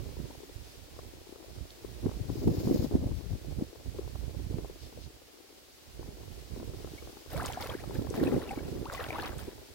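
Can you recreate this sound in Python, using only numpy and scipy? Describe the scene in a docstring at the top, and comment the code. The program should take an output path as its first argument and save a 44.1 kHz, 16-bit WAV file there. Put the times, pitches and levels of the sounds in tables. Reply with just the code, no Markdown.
"""A shallow stream hisses evenly while light wind rumbles on the microphone's right port and flutters
and knocks in the left. Ripples lap at the legs of someone standing in the water. From 2 s to 3 s a
gust thumps on both ports and adds a high hiss; then the wind eases and comes back in waves.
From 7.3 s the person wades off in three strides. Each folds air into the water: a surging wash,
a swarm of bubbles rising in pitch, spray and falling drops."""
import sys
import numpy as np
from scipy import signal
from scipy.fft import rfft, irfft, next_fast_len
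from scipy.io import wavfile
from scipy.ndimage import uniform_filter1d

SR = 44100
rng = np.random.default_rng(int(sys.argv[2]) if len(sys.argv) > 2 else 0)


def wav_record(signal):
    """Record a signal, one row per channel, as 16-bit PCM in the file named by sys.argv[1]."""
    frames = np.transpose(np.atleast_2d(signal))
    bounded = np.clip(frames, -1, 1)
    # unit amplitude maps onto the largest positive 16-bit level
    quanta = np.round(bounded * 32767).astype(np.int16)
    wavfile.write(sys.argv[1], SR, quanta)


N = 429534
TIME = np.arange(N) / SR
CUTOFF_HZ = 15900
WADE_START_S, WADE_END_S, PUSH_S = 7.25, 9.72, 0.07   # PUSH_S is the attack of a stride's wash

# strength of the wind on the ports: (time [s], rumble level [dB], buffet level [dB])
WIND = [(0.0, -35, -49.5), (0.15, -49, -55.5), (0.22, -41, -49.5), (0.3, -49.5, -53), (0.47, -58, -54.5),
        (0.57, -50.5, -62), (0.8, -57.5, -63), (1.1, -55, -59), (1.23, -56, -61), (1.43, -64, -56),
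        (1.62, -45, -59), (1.8, -65.5, -60), (1.89, -47, -57), (1.99, -44, -56.5), (2.06, -33, -38),
        (2.11, -42, -53.5), (2.39, -40, -46.5), (2.485, -30, -35.5), (2.55, -40, -41.5), (2.64, -45, -42.5),
        (2.7, -35, -30.5), (2.77, -38, -40.5), (2.84, -39.5, -36.5), (2.89, -39, -50.5),
        (2.955, -34.5, -35), (2.99, -33, -50), (3.055, -35.5, -39.5), (3.17, -43.5, -56), (3.35, -41, -51),
        (3.41, -53, -56), (3.5, -38, -48), (3.56, -40, -55.5), (3.615, -39, -42.5), (3.66, -43, -55),
        (3.75, -67, -60), (3.88, -42, -54), (4.0, -40.5, -52), (4.12, -45, -58.5), (4.25, -39.5, -53.5),
        (4.33, -44, -51.5), (4.4, -39.5, -53), (4.48, -45.5, -52), (4.55, -39.5, -46), (4.67, -42.5, -54.5),
        (4.75, -58, -58.5), (4.82, -52, -62), (4.9, -55, -56), (5.06, -44.5, -61), (5.12, -62, -63),
        (5.45, -77, -62), (5.85, -64.5, -77), (6.02, -47, -53.5), (6.47, -55, -59.5), (6.55, -41.5, -48),
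        (6.64, -42, -47.5), (6.75, -44, -51.5), (6.89, -50, -53.5), (6.94, -43, -54.5), (6.99, -59, -58),
        (7.04, -47, -56), (7.11, -63, -55.5), (7.24, -63, -64.5), (7.36, -40.5, -45.5), (7.55, -50, -53),
        (7.82, -46.5, -52), (8.0, -37.5, -41), (8.1, -43.5, -48.5), (8.22, -39, -36), (8.37, -38.5, -37.5),
        (8.42, -50, -47), (8.82, -43, -45.5), (8.93, -54, -54.5), (9.1, -46, -46.5), (9.24, -51.5, -47),
        (9.42, -45.5, -50), (9.67, -64, -59.5), (9.74, -60, -65)]
# a leg pushes through the water: (start [s], length [s], slosh level [dB], time for the wave to break [s])
STRIDES = [(7.295, 0.42, -50, 0.19), (8.097, 0.42, -53, 0.085), (8.862, 0.4, -47.5, 0.083)]


def from_db(db):
    """Decibels to gain."""
    return 10 ** (np.asarray(db) / 20)


def rms_one(x):
    """Scale to unit power."""
    return x / np.sqrt(np.mean(x ** 2) + 1e-20)


def in_time(rows):
    """Turn breakpoints into one automation curve per column."""
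    s, *columns = np.transpose(rows)
    return [np.interp(TIME, s, c) for c in columns]


def during(start, end):
    """A gate between two times, with soft fades."""
    return np.clip(np.minimum(TIME - start, end - TIME) / 0.12, 0, 1)


def at_hz(points, hz):
    """Read an EQ curve on a log-frequency axis."""
    f, level = np.transpose(points)
    return np.interp(np.log(hz + 1e-3), np.log(f), level)


def coloured(x, spectrum):
    """Shape a signal with an EQ curve; unit power."""
    size = next_fast_len(N)
    hz = np.arange(size // 2 + 1) * SR / size
    return rms_one(irfft(rfft(x, size) * from_db(at_hz(spectrum, hz)), size)[..., :N])


def filtered(x, order, hz, kind):
    """Butterworth low-, high- or band-pass."""
    return signal.sosfilt(signal.butter(order, hz, kind, fs=SR, output="sos"), x)


def drift(rate_hz):
    """Smooth random modulation with unit spread."""
    pole = np.exp(-80 * np.pi * rate_hz / SR)
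    noise = rng.standard_normal(N // 40 + 2002)   # one control value every 40 samples
    slow = signal.lfilter([1], [1, -2 * pole, pole * pole], noise)[2000:]
    return np.interp(np.arange(N) / 40, np.arange(len(slow)), rms_one(slow))


def panned(side_db):
    """Constant-power left and right gains; positive is left."""
    ratio = from_db(np.atleast_1d(side_db))
    return np.array([ratio, np.ones_like(ratio)]) * np.sqrt(2 / (1 + ratio ** 2))


def pair(alike):
    """Stereo white noise, from wide (0) to mono (1)."""
    return np.sqrt(alike) * rng.standard_normal(N) + np.sqrt(1 - alike) * rng.standard_normal((2, N))


def clicks(per_s, spread_db):
    """Random clicks of uneven size."""
    size = from_db(spread_db * np.minimum(rng.exponential(1, N), 3.5)) * rng.choice([-1, 1], N)
    return size * (rng.random(N) < per_s / SR)


def evened(x, span_s):
    """Hold the slow level of a texture steady and keep its fine grain."""
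    power = uniform_filter1d(np.mean(np.atleast_2d(x) ** 2, axis=0), int(span_s * SR))
    smooth_power = np.abs(uniform_filter1d(power, int(span_s * SR / 2)))
    return x / np.sqrt(smooth_power + 1e-3 * np.mean(power))


def add(out, s, sound):
    """Mix a short sound in at its time."""
    start = max(round(s * SR), 0)
    part = out[..., start:start + sound.shape[-1]]
    part += sound[..., :part.shape[-1]]


def stream():
    """A wide bed of running water, smooth with distance."""
    # the slow swell of the stream: (time [s], level [dB])
    levels = [(0, -52), (1.0, -53.5), (1.2, -54), (1.8, -53.5), (2.1, -52.5), (3.0, -52.5), (3.62, -53.5),
              (3.74, -55), (3.9, -53), (4.7, -53.5), (4.9, -53.5), (5.2, -56), (5.8, -54.5), (7.0, -51.5),
              (7.25, -52), (8.7, -53), (9.74, -54)]
    # the tone of its hiss: (frequency [Hz], level [dB])
    tone = [(150, -3), (300, 10.5), (450, 8), (700, 5), (1000, -0.5), (1600, -0.5), (3000, 0.5),
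            (4700, 1.5), (6500, -2.5), (9000, -5.5), (13500, -7), (15500, -5)]
    bed = coloured(pair(0.012) * from_db(0.5 * drift(14)), tone)
    return from_db(in_time(levels)[0] - 1) * bed


def eddies(speed):
    """Rumble in both ports; faster air carries eddies past more quickly and lifts its pitch."""
    # the tone of the rumble at speed 1: (frequency [Hz], level [dB])
    tone = [(20, -26), (35, -4), (58, 8.5), (80, 3.5), (125, -3), (185, -13.5), (300, -19.5), (600, -65),
            (4000, -91)]
    ports = coloured(pair(0.14), [(hz * speed, db) for hz, db in tone])
    return np.array([evened(port, 0.031) for port in ports])


def wind(veer_db=6, veer_hz=4.3):
    """Large eddies rumble in each port; smaller ones buffet in lumps; a fast gust hisses."""
    # the side the wind comes from, mostly the right: (time [s], left minus right [dB])
    sides = [(0, -37), (2.1, -47), (2.2, 19), (2.7, -8), (3.05, 1), (3.27, 29), (3.45, -20), (5.95, -9),
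             (6.2, -36), (7.1, -42), (7.4, -49), (9.15, -17), (9.74, -34)]
    # the tone of the buffeting: (frequency [Hz], level [dB])
    buffet_tone = [(40, -15), (90, -4), (180, -11.5), (250, 1), (340, -1.5), (440, -6), (600, -14.5),
                   (900, -27.5), (1500, -42.5), (6000, -50)]
    # the hiss swells with the strongest gust: (time [s], level [dB])
    hiss_swell = [(2.2, -75), (2.33, -58), (2.5, -61), (2.58, -54.5), (2.74, -55), (2.83, -53.5),
                  (2.88, -63), (3.0, -67)]
    # the tone of that hiss: (frequency [Hz], level [dB])
    hiss_tone = [(700, -23), (1500, -1.5), (3000, -4), (4200, 2), (5200, 5), (5950, -4), (6700, 2),
                 (7400, -8), (8400, -12), (11500, -7), (12300, -1), (13100, -4), (13900, -0.5),
                 (15500, -0.5)]
    rumble_db, buffet_db = in_time(WIND)
    rumble_side = in_time(sides)[0] + veer_db * drift(veer_hz)
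    gust = 1 / (0.5 + np.exp(-(buffet_db + 47) / 4))   # 0 in a light breeze, near 2 in a full gust
    rumble = np.sqrt(1 - gust / 2) * eddies(speed=1.0) + np.sqrt(gust / 2) * eddies(speed=1.92)
    rumble *= from_db(7.04 * np.tanh(drift(21.4)))
    lumps = from_db(8.5 * np.tanh(drift(59)) + 6 * np.tanh([drift(73), drift(59)]))
    buffet = evened(coloured(pair(0.081) * lumps, buffet_tone), 0.037)
    buffet *= from_db(4.5 * (1 - gust) * np.tanh(drift(16)))
    exposure = np.array([gust * 1.02, 0.51 + 0.89 * gust])   # only gusts buffet the sheltered left port
    hiss = coloured(pair(0.034) * from_db(2.2 * drift(25)), hiss_tone) * panned(3.8)
    hiss *= during(hiss_swell[0][0], hiss_swell[-1][0])
    return (from_db(rumble_db + 2) * rumble * panned(rumble_side)
            + from_db(buffet_db + 2) * buffet * exposure
            + from_db(in_time(hiss_swell)[0] + 4.5) * hiss)


def flutter(port_hz=360, ring_s=0.015, full_flow_db=-46):
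    """Air slipping over the left port makes its cavity throb in soft, uneven bursts and small knocks."""
    flow_db = np.minimum(in_time(WIND)[1] - full_flow_db, 0)
    bursts = evened(clicks(380, 2.6) * from_db(8.3 * drift(31)), 0.066)
    bursts = filtered(bursts, 1, 600, "low") * from_db(0.79 * flow_db - 58)
    taps = clicks(per_s=8, spread_db=0.92) * from_db(0.43 * flow_db - 38.5)
    pole, angle = from_db(-60 / (ring_s * SR)), 2 * np.pi * port_hz / SR
    cavity = signal.lfilter([1, -1], [1, -2 * pole * np.cos(angle), pole * pole], bursts + taps + 1e-18)
    return filtered(cavity, 3, [265, 1150], "band") * panned(25)


def knocks(puff_s=0.0039, ring_s=0.016, edge_hz=820):
    """An eddy knocks on the left port: a sharp-edged puff rings the cavity, each at its own pitch."""
    # eddies on the left port: (time [s], ring level [dB], pitch [Hz], edge level [dB])
    hits = [(0.167, -36, 361, -54), (0.252, -40, 382, -58), (0.307, -41, 323, -51), (0.963, -46, 326, -54),
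            (0.988, -38, 460, -46), (1.046, -46, 412, -58), (1.135, -39, 355, -60), (1.183, -44, 342, -63),
            (1.291, -40, 320, -60), (1.324, -34, 355, -64), (1.358, -41, 447, -55), (1.426, -45, 318, -53),
            (1.443, -42, 565, -69), (1.583, -43, 412, -61), (1.846, -39, 352, -54), (2.06, -25, 324, -45),
            (2.092, -37, 468, -48), (2.113, -38, 370, -50), (2.295, -35, 283, -45.5),
            (2.671, -23, 291, -43), (2.825, -30, 291, -51), (2.91, -26, 307, -47), (2.96, -32, 280, -50),
            (3.024, -33, 283, -59), (3.207, -35, 340, -55), (3.509, -40, 288, -58), (3.755, -40, 447, -57),
            (3.985, -31, 404, -47), (4.075, -37, 398, -49), (4.154, -40.5, 598, -49),
            (4.583, -31, 330, -46), (4.645, -32, 452, -47), (4.697, -33.5, 430, -58),
            (4.924, -45, 347, -59), (4.973, -37.5, 511, -66), (6.026, -42, 390, -50),
            (6.232, -44, 361, -57), (6.597, -37, 283, -49), (6.734, -36, 372, -54),
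            (6.844, -31, 410, -47.5), (6.872, -38, 310, -47), (7.022, -41, 404, -54),
            (7.072, -38, 333, -49), (7.168, -39, 339, -51), (7.259, -40, 423, -58), (7.837, -42, 490, -42),
            (7.907, -36, 401, -44), (8.067, -41, 283, -42.5), (8.573, -29, 331, -44)]
    out, t = np.zeros(N), np.arange(SR // 25) / SR
    for s, db, hz, edge_db in hits:
        ring = (1 - np.exp(-t / 0.0019)) * from_db(-60 * t / ring_s) * np.sin(2 * np.pi * hz * t)
        puff = rng.standard_normal(len(t)) * np.exp(-t / puff_s)
        edge = filtered(puff, 2, [edge_hz / 1.51, edge_hz * 1.3], "band")
        ring *= from_db(db - 1) / np.abs(ring).max()
        edge *= from_db(edge_db + 7) / np.abs(edge).max()
        add(out, s + 0.00098, ring + edge)
    return out * panned(19)


def thumps(attack_s=0.0046, attack_cycles=0.7):
    """An eddy hits the ports as a brief pressure swing, slightly out of phase between them."""
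    # the strongest eddies: (time [s], level [dB], pitch [Hz], left minus right [dB])
    hits = [(0.198, -25, 155, -33), (0.552, -26.5, 66.6, -23), (1.608, -35, 76.4, -35),
            (1.844, -30.5, 390, 26), (2.054, -16, 220, -14), (2.063, -20, 348, 12), (2.207, -23, 99, 23),
            (2.298, -21.5, 280, 6), (2.353, -24, 334, -11), (2.468, -19, 340, 2), (2.487, -15.5, 268, -12),
            (2.577, -17.5, 96, 1), (2.608, -26, 259, 18), (2.666, -18.5, 242, 3), (2.689, -26, 333, -2.5),
            (2.708, -8.5, 320, -4), (2.744, -17, 203, 22), (2.788, -15, 98, 15), (2.933, -15.5, 62.4, -6),
            (2.95, -11, 240, 0), (2.951, -26, 81, -9), (3.052, -19, 74.5, -2), (3.115, -28, 292, 0),
            (3.327, -22.5, 90, 5), (3.35, -29.5, 260, 9), (3.519, -28, 65, -22), (3.583, -24.5, 201, 6),
            (3.619, -17, 258, 2), (3.989, -23.5, 398, 11), (4.54, -22, 150, -7), (5.992, -31.5, 355, -1),
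            (4.507, -28.5, 336, 5), (6.084, -31.5, 150, -10), (6.572, -35, 300, 0), (6.612, -32.5, 230, -6),
            (6.934, -34, 292, -2), (7.748, -23.5, 352, 1), (7.984, -22.5, 144, 0), (8.186, -26, 370, -1),
            (8.211, -16.5, 360, 3), (8.259, -18, 310, -9), (8.285, -22, 360, 14), (8.305, -23, 320, 3),
            (8.338, -25, 277, 2), (8.362, -15, 318, 8), (8.106, -23.5, 410, 17), (8.429, -31.5, 402, 9),
            (8.575, -27.5, 280, -8), (8.722, -26.5, 374, 6), (8.825, -27.5, 388, -6), (9.084, -30, 77, 9),
            (9.293, -29, 65.5, -14), (9.478, -27, 335, -5), (9.485, -30.5, 418, 13)]
    out, t = np.zeros((2, N)), np.arange(SR // 20) / SR
    for (s, db, hz, side_db), (start, apart) in zip(hits, rng.random((len(hits), 2))):
        age = t / max(attack_s, attack_cycles / hz)   # deep thumps peak later
        envelope = (age * np.exp(1 - age)) ** 6
        phase = 2 * np.pi * (hz * t + start) + np.array([[0], [3.2 * (apart - 0.5)]])
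        add(out, s, from_db(db - 2.5) * panned(side_db) * envelope * np.sin(phase))
    return out


def laps():
    """A ripple runs up the standing leg and draws back with a soft, finely grained swish."""
    # ripples at the legs: (start [s], length [s], level [dB])
    ripples = [(0.6, 0.22, -63), (0.88, 0.19, -66), (1.49, 0.14, -63), (4.77, 0.14, -57),
               (4.99, 0.093, -57)]
    # the tone of the swish: (frequency [Hz], level [dB])
    tone = [(1500, -17), (3000, -1), (5100, 3), (7000, -9), (15000, -21)]
    swell = sum(from_db(db) * np.sin(np.pi * np.clip((TIME - s) / length, 0, 1))
                for s, length, db in ripples)
    return swell * coloured(np.array([clicks(2500, 2.6), clicks(2500, 1.8)]), tone)


def banks(x, decay_s=0.16, wet_db=-17):
    """The water and the banks scatter a short, faint tail, different on each side."""
    t = np.arange(SR // 4) / SR
    tail = rng.standard_normal((2, len(t))) * from_db(-60 * t / decay_s) * (t > 0.002)
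    tail /= np.sqrt(np.sum(tail ** 2) / 2)
    return from_db(wet_db) * signal.fftconvolve(x, tail, axes=1)[:, :N]


def drops(slap_s=0.00086, band_ratio=1.28, spatter_s=0.0074, spatter_db=-6.5, droplets_per_s=600):
    """A drop slaps the surface with a broad wet tick; droplets thrown from it spatter down just after."""
    # the loudest drops: (time [s], level [dB], pitch [Hz])
    hits = [(1.7046, -40.5, 4140), (7.3032, -45, 4530), (7.3307, -36, 14500), (7.43, -38, 7500),
            (7.459, -27, 6530), (7.467, -34, 4600), (7.523, -37, 7000), (7.532, -35.5, 2880),
            (7.543, -39, 5200), (7.607, -39, 5400), (7.623, -29, 3800), (7.67, -39, 14800),
            (7.671, -38.5, 4150), (8.1015, -36, 6800), (8.1544, -42, 5430), (8.2378, -35, 3400),
            (8.396, -43, 4000), (8.5124, -42, 7500), (8.8548, -39, 3380), (8.936, -35, 5990),
            (8.948, -33, 3050), (9.0024, -35.5, 3260), (9.0406, -35, 3010), (9.087, -42, 4770),
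            (9.128, -36, 2380), (9.1985, -34, 2770), (9.235, -39, 4500), (9.258, -35, 4700),
            (9.3824, -40, 8000)]
    out, t = np.zeros((2, N)), np.arange(SR // 25) / SR
    age = t / slap_s
    for s, db, hz in hits:
        band = [hz / band_ratio, min(hz * band_ratio, CUTOFF_HZ)]
        noise = rng.standard_normal(len(t)) + 0.97 * rng.standard_normal((2, len(t)))
        slap = filtered(noise * age * np.exp(1 - age), 2, band, "band")
        droplets = rng.standard_normal((2, len(t))) * (rng.random(len(t)) < droplets_per_s / SR)
        spatter = filtered(droplets * np.exp(-t / spatter_s) + 1e-12, 2, band, "band")
        sound = slap / np.abs(slap).max() + from_db(spatter_db) * spatter / np.abs(spatter).max()
        add(out, s, from_db(db + 0.5) * panned(1.4) * sound)
    return out


def bubble(hz, rise_octaves, life_s, side_db, lag_rad):
    """A bubble pinches off, rings, climbs in pitch and ends at the surface; the ports differ in phase."""
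    t = np.arange(int(life_s * SR) + 2) / SR
    age = t / t[-1]
    pitch = np.minimum(hz * (1 + (2 ** rise_octaves - 1) * age), SR / 2)
    envelope = (1 - np.exp(-age / 0.042)) * np.exp(-1.4 * age) * (1 - age ** 2)
    phase = 2 * np.pi * t * (hz + pitch) / 2 - np.array([[0], [lag_rad]])
    return panned(side_db) * envelope / (envelope.max() + 1e-9) * np.sin(phase)


def plops():
    """Large bubbles sing out alone."""
    # the largest bubbles: (time [s], level [dB], starting pitch [Hz], rise [octaves], life [s])
    bubbles = [(6.981, -39, 2210, .06, 0.02), (7.331, -32, 710, .1, 0.017), (7.345, -26, 504, .3, 0.017),
               (7.362, -29, 556, 0.25, 0.017), (7.378, -28, 630, .3, 0.019),
               (7.396, -23.5, 1005, 1.22, 0.02), (7.42, -25.5, 706, 0.18, 0.018),
               (7.44, -23, 418, .2, .006), (7.452, -23.5, 1140, 0.26, 0.0033), (7.422, -29, 970, .2, 0.017),
               (7.441, -34, 1970, .12, .012), (7.461, -37, 1450, 0.43, .012),
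               (7.471, -37, 2130, .15, 0.0084), (7.573, -22, 717, 0.07, 0.013),
               (7.545, -35, 1560, .15, .01), (7.601, -37, 2200, .1, .008), (7.618, -33, 870, .2, .016),
               (7.624, -35, 2090, .1, 0.013), (7.638, -29, 500, 0.53, 0.017), (7.658, -28, 428, .1, 0.011),
               (7.503, -30, 890, .2, 0.0071), (7.698, -28, 3200, .1, 0.005),
               (7.703, -29.5, 994, 0.61, 0.014), (7.728, -28, 800, .3, 0.0027),
               (7.738, -34, 1420, 0.54, 0.027), (7.952, -37.5, 1590, 0.14, 0.012),
               (8.141, -18.5, 900, 0.3, 0.0013), (8.2, -32, 1690, .3, 0.0095),
               (8.27, -28, 2440, 0.18, 0.0093), (8.424, -33, 1300, .33, 0.0071),
               (8.509, -30, 1980, 0.49, .008), (8.492, -30, 2620, .1, 0.0071),
               (8.507, -28, 767, 0.16, 0.049), (8.558, -40, 2250, .1, .008),
               (8.586, -37, 2180, 0.093, 0.015), (8.592, -39, 1490, 0.28, 0.011),
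               (8.856, -30, 775, 1.15, 0.029), (8.923, -30, 1080, .25, .011),
               (8.993, -33, 1340, .15, 0.0079), (8.899, -22.5, 1380, .2, 0.0042),
               (8.948, -28, 1080, .1, 0.016), (8.978, -29, 1900, 0.19, 0.012), (9.008, -31, 1630, .2, .01),
               (9.065, -37, 1750, .2, .008), (9.105, -22, 2220, 0.19, 0.0071),
               (9.127, -32, 2110, 0.37, .008), (9.272, -38, 2140, .2, 0.0059),
               (9.105, -26, 710, .1, 0.0087), (9.156, -26, 1020, 0.51, 0.019),
               (9.196, -26, 1620, 0.1, 0.0097), (9.229, -34, 970, .1, 0.013),
               (9.221, -30, 4100, .2, 0.0063)]
    out = np.zeros((2, N))
    for s, db, hz, rise, life_s in bubbles:
        sound = bubble(hz, rise, life_s, side_db=3.7, lag_rad=min(hz / 1300, np.pi / 2))
        add(out, s, from_db(db - 7) * sound)
    return out


def swarm(low_hz, high_hz, cycles, rise, spread_db, tilt_db, count):
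    """Bubbles of all sizes, born at random during the wading; tilt is per octave."""
    out = np.zeros((2, N))
    for when, size, loud, length, climb, side, place in rng.random((count, 7)):
        hz = low_hz * (high_hz / low_hz) ** size
        gain = from_db(spread_db * min(-np.log(1 - loud), 3) + tilt_db * np.log2(hz / low_hz))
        life_s = cycles * (0.5 + length) / np.sqrt(hz * low_hz)
        lag_rad = 2 * np.pi * hz * 0.00012 + 3.3 * (place - 0.5)
        sound = bubble(hz, rise * climb, life_s, 2 + 7 * (side - 0.5), lag_rad)
        add(out, WADE_START_S + when * (WADE_END_S - WADE_START_S), gain * sound)
    return evened(out, 0.12)


def slosh_gain(treble=False, settle_db_per_s=127, churn_db=-63.5):
    """Each stride builds, holds and settles, its treble entering as the wave breaks; water churns on."""
    gain = from_db(churn_db - 23 * np.maximum(TIME - 9.45, 0))   # it calms after the last stride
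    for s, length, db, break_s in STRIDES:
        attack = np.clip((TIME - s) / (break_s if treble else PUSH_S), 0, 1) ** (2 if treble else 1)
        release_db = settle_db_per_s * np.maximum(TIME - s - length, 0)
        gain = np.maximum(gain, attack * from_db(db - release_db))
    return gain


def splash_gain(attack_s=0.0088, decay_s=0.052):
    """Each splash bursts up and rains down."""
    # waves break on the shin and throw spray: (time [s], level [dB])
    splashes = [(7.295, -54), (7.36, -57.5), (7.445, -55.5), (7.515, -73), (7.602, -52.5), (7.66, -82),
                (7.939, -60), (8.14, -55.5), (8.225, -61), (8.39, -66), (8.495, -63), (8.915, -56.5),
                (9.0, -65), (9.085, -64), (9.2, -63), (9.38, -59)]
    out, t = np.zeros(N), np.arange(SR // 2) / SR
    envelope = np.minimum(t / attack_s, 1) * np.exp(-np.maximum(t - attack_s, 0) / decay_s)
    for s, db in splashes:
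        add(out, s, from_db(db) * envelope)
    return out


def wading(surge_db=4.5, surge_hz=14.4, crossover_hz=1730, spray_lag_s=0.023):
    """The legs push a surging wash along; it breaks into bubbles, crackling spray and fine fizz."""
    # the tone of the wash: (frequency [Hz], level [dB])
    wash_tone = [(100, 8.5), (300, 11), (550, -18), (800, 13), (1200, 8.5), (1700, 8.5), (2500, 1.5),
                 (4000, -4), (8000, -37)]
    # the tone of the spray: (frequency [Hz], level [dB])
    spray_tone = [(2000, -16), (3500, 7.5), (5000, 8), (7000, -6), (10000, 1), (15500, 5.5)]
    surge, splash = from_db(surge_db * np.tanh(drift(surge_hz))), splash_gain()
    push, breaking = surge * slosh_gain(), surge * slosh_gain(treble=True)
    wash = coloured(pair(0.77) * from_db(0.84 * drift(68)), wash_tone) * panned(1.6)
    gurgle = swarm(446, 3920, cycles=6, rise=0.39, spread_db=3, tilt_db=-1.5, count=1150)
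    water = from_db(-2.5) * wash + from_db(3) * gurgle
    # splashes add to the slosh in both bands
    body = np.hypot(push, splash * from_db(6.5)) * filtered(water, 3, crossover_hz, "low")
    top = np.hypot(breaking, splash * from_db(7.5)) * filtered(water, 3, crossover_hz, "high")
    spatter = clicks(350, 1.3) + np.array([clicks(400, 3.9), clicks(400, 2.0)])
    crackle = evened(coloured(spatter * from_db(2.1 * drift(90)), spray_tone), 0.059) * panned(0.74)
    fizz = swarm(3480, 13200, cycles=13, rise=0.19, spread_db=1.5, tilt_db=4.5, count=1200)
    trailing = np.interp(TIME - spray_lag_s, TIME, push) * from_db(-17.5)   # spray flies after the push
    thrown = np.hypot(splash, np.maximum(trailing, from_db(-69.5)))
    spray = thrown * (from_db(7) * crackle + from_db(2) * fizz)
    return (body + top + spray) * during(WADE_START_S, WADE_END_S)


def stray_plops(per_stride=6, centre_hz=1404, range_octaves=2.06, cycles=15):
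    """Every stride traps a few middling bubbles that stand out of the gurgle."""
    out = np.zeros((2, N))
    for s, length, db, _ in STRIDES:
        for k, (when, size, loud, climb) in enumerate(rng.random((per_stride, 4))):
            hz = centre_hz * 2 ** (range_octaves * (size - 0.5))
            life_s = cycles / np.sqrt(hz * centre_hz)
            sound = bubble(hz, 0.3 * climb, life_s, side_db=2.5, lag_rad=min(hz / 1300, np.pi / 2))
            add(out, s + PUSH_S + length * (k + when) / per_stride, from_db(db + 2.5 + 5 * loud) * sound)
    return out


def scene():
    """Close water with its short tail, the stream behind, and wind on the ports."""
    water = wading() + plops() + drops() + stray_plops() + laps()
    return water + banks(water) + stream() + wind() + thumps() + flutter() + knocks()


def record(dry):
    """Each port has its own treble colour; the deepest rumble and the very top are cut."""
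    # treble balance of the two ports: (frequency [Hz], left minus right [dB])
    port_balance = [(3500, 0), (5000, 0.2), (7400, 5), (9000, -5), (12000, -1), (15500, -4.5)]
    size = next_fast_len(N)
    balance = panned(at_hz(port_balance, np.arange(size // 2 + 1) * SR / size))
    balanced = irfft(rfft(dry, size) * balance, size)[:, :N]
    top_cut = signal.ellip(12, 0.1, 80, CUTOFF_HZ, fs=SR, output="sos")
    return signal.sosfilt(top_cut, filtered(balanced, 2, 20, "high"))


dry = scene()
out = record(dry)
wav_record(out)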